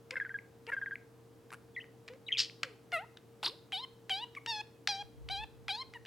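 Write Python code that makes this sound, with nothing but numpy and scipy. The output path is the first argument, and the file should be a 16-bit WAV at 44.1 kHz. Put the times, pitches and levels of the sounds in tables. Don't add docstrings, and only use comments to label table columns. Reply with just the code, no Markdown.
import sys
import numpy as np
from scipy import signal
from scipy.fft import rfft, irfft
from scipy.io import wavfile
from scipy.ndimage import uniform_filter1d

SR = 44100
rng = np.random.default_rng(int(sys.argv[2]) if len(sys.argv) > 2 else 0)


def elevation(decibels):
    levels = np.asarray(decibels, float)
    return 10 ** (levels / 20)


def put_to_file(sound):
    columns = np.atleast_2d(sound).T
    safe = np.clip(columns, -1, 1)
    whole_steps = np.round(safe * 32767)
    wavfile.write(sys.argv[1], SR, whole_steps.astype(np.int16))


N = 267598

# (time [s], pitch [Hz], overtone level [dB])
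CHIRPS = [
    [(2.925, 712, -40), (2.94, 707, -31), (2.965, 649, -35.5), (2.978, 628, -39), (2.998, 719, -47.5),
     (3.02, 838, -61), (3.047, 970, -66)],
    [(3.727, 790, -38), (3.735, 784, -35), (3.755, 732, -38), (3.771, 791, -40), (3.805, 970, -45.5),
     (3.825, 1042, -52), (3.843, 1052, -39.5), (3.851, 1010, -47)],
    [(4.101, 758, -39), (4.109, 790, -31.5), (4.123, 751, -33), (4.153, 771, -39), (4.195, 842, -44.5),
     (4.213, 917, -49), (4.231, 980, -41.5), (4.241, 973, -39), (4.249, 960, -57)],
    [(4.47, 922, -51), (4.478, 916, -41.5), (4.502, 929.5, -35.5), (4.53, 866, -39.5), (4.59, 841, -45.5),
     (4.61, 846, -39), (4.617, 900, -51)],
    [(4.883, 780, -40), (4.893, 830, -32.5), (4.939, 781, -41.5), (4.979, 790, -49.5), (5.015, 824, -43.5),
     (5.027, 800, -51.5)],
    [(5.298, 723, -44), (5.314, 787, -38.5), (5.33, 810, -38.5), (5.356, 778, -41), (5.398, 836, -45),
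     (5.432, 887, -48), (5.438, 884, -41), (5.446, 828, -51)],
    [(5.689, 830, -35), (5.693, 825, -36.5), (5.709, 752, -34), (5.739, 854, -44), (5.753, 838, -38.5),
     (5.769, 913, -50.5), (5.799, 1020, -43.5), (5.821, 1073, -42), (5.832, 1030, -52)],
]
# (fundamental at full effort [dB], widest throat resonance [Hz], widest at [share of length],
# throat half-width [Hz], open-beak ring [dB])
CHIRP_THROATS = [(-38.5, 1900, 0.02, 710, -37), (-46, 4050, 0.7, 660, -42), (-42.5, 3990, 0.45, 620, -25),
                 (-42, 4500, 0.18, 1600, -8), (-39.5, 4600, 0, 1160, -5), (-43, 3830, 0.25, 850, -28.5),
                 (-43, 4360, 0.61, 830, -37)]
# (start [s], length [s], starting pitch [Hz], overtone peak [dB], starting throat resonance [Hz])
CHIPS = [(4.364, 0.022, 1183, -43, 2270), (5.944, 0.032, 995, -48, 2380), (6.059, 0.028, 837, -38.5, 3050)]
# (start [s], length [s], starting pulse rate [Hz], overtone level at the turn [dB],
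# turn at [share of length, held within 0.05-0.95], kind)
CROAKS = [(0.115, 0.029, 489, -45.5, 1, "open"), (0.163, 0.022, 530, -31.5, .3, "tight"),
          (0.674, 0.03, 446.3, -42, 0.6, "open"), (0.725, 0.026, 549, -30, 0.46, "tight"),
          (1.518, .037, 135.9, -44, 0.6, "rasp"), (3.431, 0.02, 213, -37.5, 0.4, "creak"),
          (3.443, 0.06, 320.3, -29, .33, "squawk")]
CROAK_THROAT = {"open": (-11.5, 2548, 1750, 362, 955, -2), "tight": (-10.5, 1849, 1650, 307, 950, -29),
                "rasp": (-6.5, 1700, 1600, 200, 3100, -5.5), "creak": (-3, 4400, 4801, 2202, 953, 2.5),
                "squawk": (-7, 4054, 3950, 452, 1005, -16)}
CROAK_GRAIN = {"open": (0.05, -51, -27, -25.5, 4), "tight": (0.0122, -56, -32, -39.5, -12.5),
               "rasp": (.2, -64.5, -10.5, -14, -21.5), "creak": (0.31, -84, -18, -14.5, -14),
               "squawk": (0.1767, -58, -38, -22.5, -22.5)}
CROAK_GLIDE = {"open": 1.1, "tight": .96, "rasp": 1.05, "creak": 1.15, "squawk": 1.06}
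# (start [s], length [s], pitch from [Hz], pitch to [Hz], fundamental peak [dB])
COOS = [(2.099, .065, 477, 550, -50), (2.639, .11, 568, 376, -54.5), (3.454, .09, 296, 627, -52.5)]
# (time [s], level [dB], throat resonance [Hz])
SCREECH = [(2.375, -42.5, 3760), (2.386, -30, 4640), (2.402, -26.5, 4540), (2.43, -36, 4570),
           (2.47, -53.5, 4660)]
# (start [s], length [s], pitch from [Hz], pitch to [Hz], peak level [dB rms])
WHISTLES = [(0.209, 0.023, 1675, 1630, -35), (0.256, 0.018, 1640, 1470, -42.5),
            (0.302, .024, 1580, 1580, -44), (0.342, 0.028, 1690, 1604, -37),
            (0.766, 0.028, 1640, 1557, -36.5), (0.82, .025, 1603, 1608, -37),
            (0.864, 0.027, 1656, 1570, -40.5), (0.916, 0.027, 1620, 1610, -39.5),
            (1.749, .018, 3520, 3230, -61), (1.763, 0.035, 2163, 1817, -40.5),
            (1.8, 0.026, 2910, 2940, -51), (2.265, 0.026, 3720, 3950, -51),
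            (2.305, 0.016, 2074, 2120, -42.5), (2.325, 0.011, 3170, 3120, -24.5)]
# (time of the top [s], peak [dB], pitch at the top [Hz], fall [ms])
PIPS = [(0.1577, -27, 1736, 1.4), (0.2015, -23.5, 1850, 1.6), (0.2507, -31.5, 1760, 1.1),
        (0.2948, -34.5, 1884, 1.9), (0.3891, -35, 2140, 1.5), (0.7195, -31, 1710, 1.3),
        (0.7226, -25, 1780, .8), (0.7583, -41, 1740, 0.93), (0.8164, -31.5, 1700, 2.4),
        (0.8615, -30, 1865, 1.5), (0.9112, -32.5, 1700, 2), (0.957, -29, 2150, 0.88),
        (1.8428, -42.5, 2050, 0.38), (2.2833, -39, 3290, 1.8), (2.2858, -33, 2960, 4.1),
        (2.2905, -34.5, 2266, 4.6), (2.3222, -25.5, 3195, 1.9), (2.335, -29.5, 2700, 1.1),
        (2.3398, -25.5, 3160, 2.3), (2.35, -29, 2630, 1.5), (2.3562, -32, 2540, 1.7),
        (2.364, -35.5, 2410, 3.1), (2.3726, -23, 3500, 1), (2.4981, -37, 2430, 0.37)]
# (time [s], peak [dB], ring [Hz])
CLICKS = [(0.1074, -27, 2330), (0.6664, -40, 1770), (1.504, -43, 1660), (2.0785, -36.5, 2400),
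          (2.0845, -35, 1700), (2.1345, -51, 1500), (2.6313, -18.5, 1620), (2.9184, -33, 2080),
          (3.1704, -40, 3200), (3.428, -33, 3820), (3.7205, -30.5, 2340), (4.095, -25.5, 2730),
          (4.3497, -38.5, 2170), (4.4607, -28.5, 3430), (4.8731, -14, 4300), (5.2874, -29, 3010),
          (5.6815, -24.5, 2500), (5.9363, -39, 2030), (6.0506, -42.5, 2800)]
# (frequency [Hz], level [dB])
WINDPIPE = [(1000, 2.5), (1600, 7), (2100, 4.5), (2600, 3), (5300, -5), (6200, -12), (7400, -13.5),
            (10300, -28), (15000, -33)]
# (frequency [Hz], side minus mid [dB])
BIRD_SIDE = [(500, -22.5), (2000, -23.5), (4000, -14.5), (6000, -17.5), (8500, -2), (12000, -20.5)]
# (time [s], thud level [dB])
HAND = [(5.02, -66), (5.12, -75), (5.21, -59), (5.41, -58), (5.5, -70), (6.068, -74)]
# (frequency [Hz], relative density [dB per Hz])
ROOM_AIR = [(15, -53.5), (25, -26), (108, -4), (223, -7), (309, -3.5), (363, -7), (463, -8), (591, -14.5),
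            (659, -14.5), (734, -14.5), (2160, -27), (14800, -37), (16000, -36.5)]
# (frequency [Hz], side minus mid [dB])
AIR_SIDE = [(60, -18.5), (200, -7.5), (380, -10), (700, -7), (8000, -8), (15000, -9.5)]
# (frequency [Hz], level [dB rms], waver [dB, before it is scaled down])
HUM = [(120, -65, -4), (460, -63.5, 3)]

CHIRP_ROUGHNESS = 0.011
CHIRP_BREATH_DB = -26.5


def read(table, at):
    first, *columns = np.transpose(table)
    return [np.interp(at, first, c) for c in columns]


def arch(start, length, turn, *columns):
    points = np.array([0, np.clip(turn, 0.05, 0.95), 1])
    return np.transpose([start + length * points, *columns])


def span(table):
    first, last = int(table[0][0] * SR), min(int(table[-1][0] * SR), N)
    return first, np.arange(first, last) / SR


def add(track, start, x, edge_ms=0.76):
    x = x[:N - start]
    i = np.arange(len(x))
    fade = np.clip(np.minimum(i, len(x) - i) / (edge_ms * SR / 1000), 0, 1)
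    track[start:start + len(x)] += x * fade


def level(x, db):
    return x * elevation(db) / np.sqrt(np.mean(x ** 2))


def colour_db(table, hz):
    f, db = np.transpose(table)
    return np.interp(np.log(np.maximum(hz, 1)), np.log(f), db)


def shaped(x, table):
    f = np.fft.rfftfreq(len(x), 1 / SR)
    return irfft(rfft(x) * elevation(colour_db(table, f)), len(x))


def band(x, lo_hz, hi_hz):
    return signal.sosfilt(signal.butter(2, [lo_hz, hi_hz], "band", fs=SR, output="sos"), x)


def ring(f, hz, width_hz):
    return 1 / (1 + 1j * (f - hz ** 2 / f) / width_hz)


def walk(n, rate):
    k = max(int(SR / rate), 1)
    steps = np.repeat(rng.standard_normal(n // k + 1), k)
    return 1.6 * uniform_filter1d(uniform_filter1d(steps, k), k)[:n]


def voice(hz, low_db, high_db, throat_hz, second_hz, rough, half_width_hz, second_db, buzz_db, breath_db):
    n, rate = len(hz), np.mean(hz)
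    rough = rough + 0.05 * np.exp(-np.arange(n) / (0.011 * SR))
    phase = 2 * np.pi * np.cumsum(hz / SR)
    shaky = phase + 2 * np.pi * np.cumsum(hz * 0.38 * rough * walk(n, rate) / SR)
    k = np.arange(2, int(15000 / hz.max()))[:, None]
    f = k * hz
    throat = ring(f, throat_hz, 2 * half_width_hz) ** 2
    second = elevation(second_db) * ring(f, second_hz, 0.37 * second_hz) ** 2
    tract = throat + second + 1j * elevation(buzz_db)
    swell_db = 2.6 * np.array([walk(n, 80) for _ in k])
    tract = tract * elevation(colour_db(WINDPIPE, f) + swell_db)
    tract = tract / np.sqrt(np.sum(abs(tract) ** 2, axis=0) / 2)
    overtones = np.real(np.sum(tract * np.exp(1j * k * shaky), axis=0))
    overtones = overtones * elevation(7.9 * rough * walk(n, rate))
    puff = band(rng.standard_normal(n), 7000, 11500) * (1 + 0.7 * np.cos(shaky))
    fundamental = np.sqrt(2) * elevation(low_db) * np.cos(phase)
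    return fundamental + elevation(high_db) * (overtones + level(puff, breath_db))


def chirps():
    throat_start, throat_end = 0.71, 0.7
    snap = 0.81
    fundamental_follows = 0.4
    buzz_base_db, buzz_follows = -16, 0.4
    breath_follows, breath_change_db = -0.063, -6.5
    out = np.zeros(N)
    for chirp, (low_db, wide_hz, top, half_hz, beak_db) in zip(CHIRPS, CHIRP_THROATS):
        first, t = span(chirp)
        hz, db = read(chirp, t)
        top_s = t[0] + top * np.ptp(t)
        quarter_turns = np.interp(t, [t[0], top_s, t[-1]], [0, 1, 2])
        opening = np.sin(np.pi / 2 * quarter_turns).clip(0) ** snap
        shut = np.where(t < top_s, throat_start, throat_end)
        throat_hz = wide_hz * (shut + (1 - shut) * opening)
        fundamental_db = low_db + fundamental_follows * (db - db.max())
        buzz_db = buzz_base_db + buzz_follows * beak_db
        along = (t - t[0]) / np.ptp(t)
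        breath_db = CHIRP_BREATH_DB + breath_follows * beak_db + breath_change_db * along
        add(out, first, voice(hz, fundamental_db, db, throat_hz, 5160, CHIRP_ROUGHNESS, half_hz,
                              beak_db, buzz_db, breath_db))
    return out


def chips():
    pitch_sag, throat_sag = 0.12, 0.12
    overtone_edge_db, low_edge_db = -4, -24.5
    low_db = 0.5
    ends, sink = np.array([1, 0, 1]), np.array([0, 0.3, 1])
    out = np.zeros(N)
    for start, length, hz, db, throat_hz in CHIPS:
        chip = arch(start, length, 0.5, hz * (1 - pitch_sag * sink), db + low_db + low_edge_db * ends,
                    db + overtone_edge_db * ends, throat_hz * (1 - throat_sag * sink))
        first, t = span(chip)
        pitch_hz, fundamental_db, overtones_db, chip_throat_hz = read(chip, t)
        add(out, first, voice(pitch_hz, fundamental_db, overtones_db, chip_throat_hz, 7500, CHIRP_ROUGHNESS,
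                              half_width_hz=200, second_db=-39, buzz_db=-46, breath_db=CHIRP_BREATH_DB))
    return out


def croaks():
    out = np.zeros(N)
    for start, length, rate_hz, turn_db, turn, kind in CROAKS:
        start_db, from_hz, to_hz, half_hz, ring_hz, ring_db = CROAK_THROAT[kind]
        rough, low_db, buzz_db, breath_db, end_db = CROAK_GRAIN[kind]
        croak = arch(start, length, turn, [turn_db + start_db, turn_db, turn_db + end_db])
        first, t = span(croak)
        overtones_db, = read(croak, t)
        along = (t - start) / length
        hz = rate_hz * CROAK_GLIDE[kind] ** along
        throat_hz = from_hz + (to_hz - from_hz) * along
        add(out, first, voice(hz, low_db, overtones_db, throat_hz, ring_hz, rough, half_hz,
                              ring_db, buzz_db, breath_db))
    return out


def coos():
    top, rise_db, fall_db = 0.23, -3, -10.5
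    overtones_db = -13.5
    out = np.zeros(N)
    for start, length, from_hz, to_hz, peak_db in COOS:
        coo = arch(start, length, top, [peak_db + rise_db, peak_db, peak_db + fall_db])
        first, t = span(coo)
        db, = read(coo, t)
        hz = from_hz * (to_hz / from_hz) ** ((t - start) / length)
        add(out, first, voice(hz, db, db + overtones_db, throat_hz=2200, second_hz=950, rough=0.057,
                              half_width_hz=900, second_db=0.5, buzz_db=-35, breath_db=-32))
    return out


def screech():
    out = np.zeros(N)
    first, t = span(SCREECH)
    db, throat_hz = read(SCREECH, t)
    flap = rfft(rng.standard_normal(len(t)) * elevation(1.8 * walk(len(t), 450)))
    f = np.fft.rfftfreq(len(t), 1 / SR) + 1
    flap = flap * elevation(0.62 * colour_db(WINDPIPE, f))
    low_throat, high_throat = (irfft(flap * ring(f, hz, 2600) ** 2, len(t))
                               for hz in (throat_hz.min(), throat_hz.max()))
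    share = (throat_hz - throat_hz.min()) / (np.ptp(throat_hz) + 1)
    low_ring = irfft(flap * ring(f, 3370, 650) ** 2, len(t))
    cry = (1 - share) * low_throat + share * high_throat + elevation(-12.5) * low_ring
    add(out, first, elevation(db) * level(cry, 0))
    return out


def whistle(hz):
    phase = 2 * np.pi * np.cumsum(hz / SR)
    return np.sin(phase) + elevation(-32) * np.sin(2 * phase) + elevation(-46) * np.sin(3 * phase)


def whistles():
    attack_s, release_s, rise_db, fall_db = 0.0028, 0.0079, -1, -13
    settles = 0.7
    out = np.zeros(N)
    for start, length, from_hz, to_hz, peak_db in WHISTLES:
        end = start + length
        note = [(start, peak_db + rise_db), (start + attack_s, peak_db),
                (end - release_s, peak_db), (end, peak_db + fall_db)]
        first, t = span(note)
        db, = read(note, t)
        hz = from_hz + (to_hz - from_hz) * (abs(t - start) / length) ** settles
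        shake = np.interp(hz, [1700, 1900, 3050, 3160], [0.25, 1.0, 0.94, 0.17])
        loudness = np.sqrt(2) * elevation(db + shake * walk(len(t), 170))
        shaky_hz = hz * (1 + 0.039 * shake * walk(len(t), 281))
        add(out, first, loudness * whistle(shaky_hz))
    return out


def pips():
    before = 220
    ms = np.arange(-before, 660) * 1000 / SR
    out = np.zeros(N)
    for top_s, db, hz, fall_ms in PIPS:
        rise_ms = 0.34 + 0.45 * fall_ms
        rise = np.exp(-(ms / rise_ms) ** 2)
        fall = np.exp(-(np.abs(ms) / fall_ms) ** 0.84)
        shape = np.where(ms < 0, rise, fall)
        sinking_hz = hz * (1 - 0.025 * np.clip(ms, -3, 6))
        add(out, int(top_s * SR) - before, elevation(db) * shape * whistle(sinking_hz))
    return out


def clicks():
    out = np.zeros(N)
    t = np.arange(1024) / SR
    f = np.fft.rfftfreq(len(t), 1 / SR)[1:]
    burst = (t / 0.00048) ** 2 * np.exp(-t / 0.00077) + 0.16 * np.exp(-t / 0.027)
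    no_bass = f / (f + 1200)
    colour = elevation(1.07 * colour_db(WINDPIPE, f))
    for (start, db, hz), grit in zip(CLICKS, rng.standard_normal((len(CLICKS), len(t)))):
        pulses = burst * grit * abs(grit)
        tube = 0.53 + ring(f, hz, 710)
        spectrum = rfft(pulses)[1:] * tube * colour * no_bass ** 2
        click = irfft(np.append(0, spectrum))
        add(out, int(start * SR), elevation(db) * click / abs(click).max(), edge_ms=0.14)
    return out


def walls(x):
    t60_s, high_t60_s = 0.41, 0.38
    t = np.arange(SR // 2) / SR
    tails = []
    for grit in rng.standard_normal((2, len(t))):
        low = band(grit, 740, 12700) * elevation(-60 * t / t60_s)
        high = band(grit, 7400, 14000) * elevation(-60 * t / high_t60_s)
        tails.append((low + high) * np.clip(t / 0.0043 - 1, 0, 1))
    mid, side = (signal.fftconvolve(x, tail / np.sqrt(np.sum(tail ** 2)))[:N] for tail in tails)
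    return mid + 0.45 * side * np.array([[1], [-1]])


def hand():
    first, t = span(HAND)
    grip_db, = read(HAND, t)
    rub_db = grip_db + 8
    thud, rub = np.zeros(N), np.zeros(N)
    thud_noise = level(band(rng.standard_normal(len(t)), 48.7, 78), 0)
    rub_noise = level(band(rng.standard_normal(len(t)), 110, 142), 0)
    add(thud, first, elevation(grip_db) * thud_noise, edge_ms=26)
    add(rub, first, elevation(rub_db) * rub_noise, edge_ms=26)
    return np.array([thud + rub, thud - rub])


def room_tone():
    mid, side = (shaped(rng.standard_normal(N), ROOM_AIR) for _ in range(2))
    side = shaped(side, AIR_SIDE)
    out = level(np.array([mid + side, mid - side]), -61.5)
    for hz, db, waver_db in HUM:
        turn = 2 * np.pi * hz * np.arange(N) / SR + 0.5 * walk(N, 6)
        loudness = np.sqrt(2) * elevation(db + waver_db * 0.19 * walk(N, 25))
        line = loudness * np.sin(turn + np.array([[0.15], [-0.15]]))
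        out = out + line * elevation(np.array([[hz / 400], [-hz / 400]]))
    return out


def scene():
    room_db = -17
    bird = chirps() + chips() + croaks() + coos() + screech() + whistles() + pips() + clicks()
    lagged = np.imag(signal.hilbert(bird))
    apart = shaped(lagged, BIRD_SIDE) * np.array([[1], [-1]])
    direct = bird * elevation(np.array([[0.6], [-0.6]]))
    return direct + apart + elevation(room_db) * walls(bird) + room_tone() + hand()


def roll_off(x):
    return signal.sosfilt(signal.butter(12, 16490, fs=SR, output="sos"), x)


def record(dry):
    return roll_off(dry)


dry = scene()
out = record(dry)
put_to_file(out)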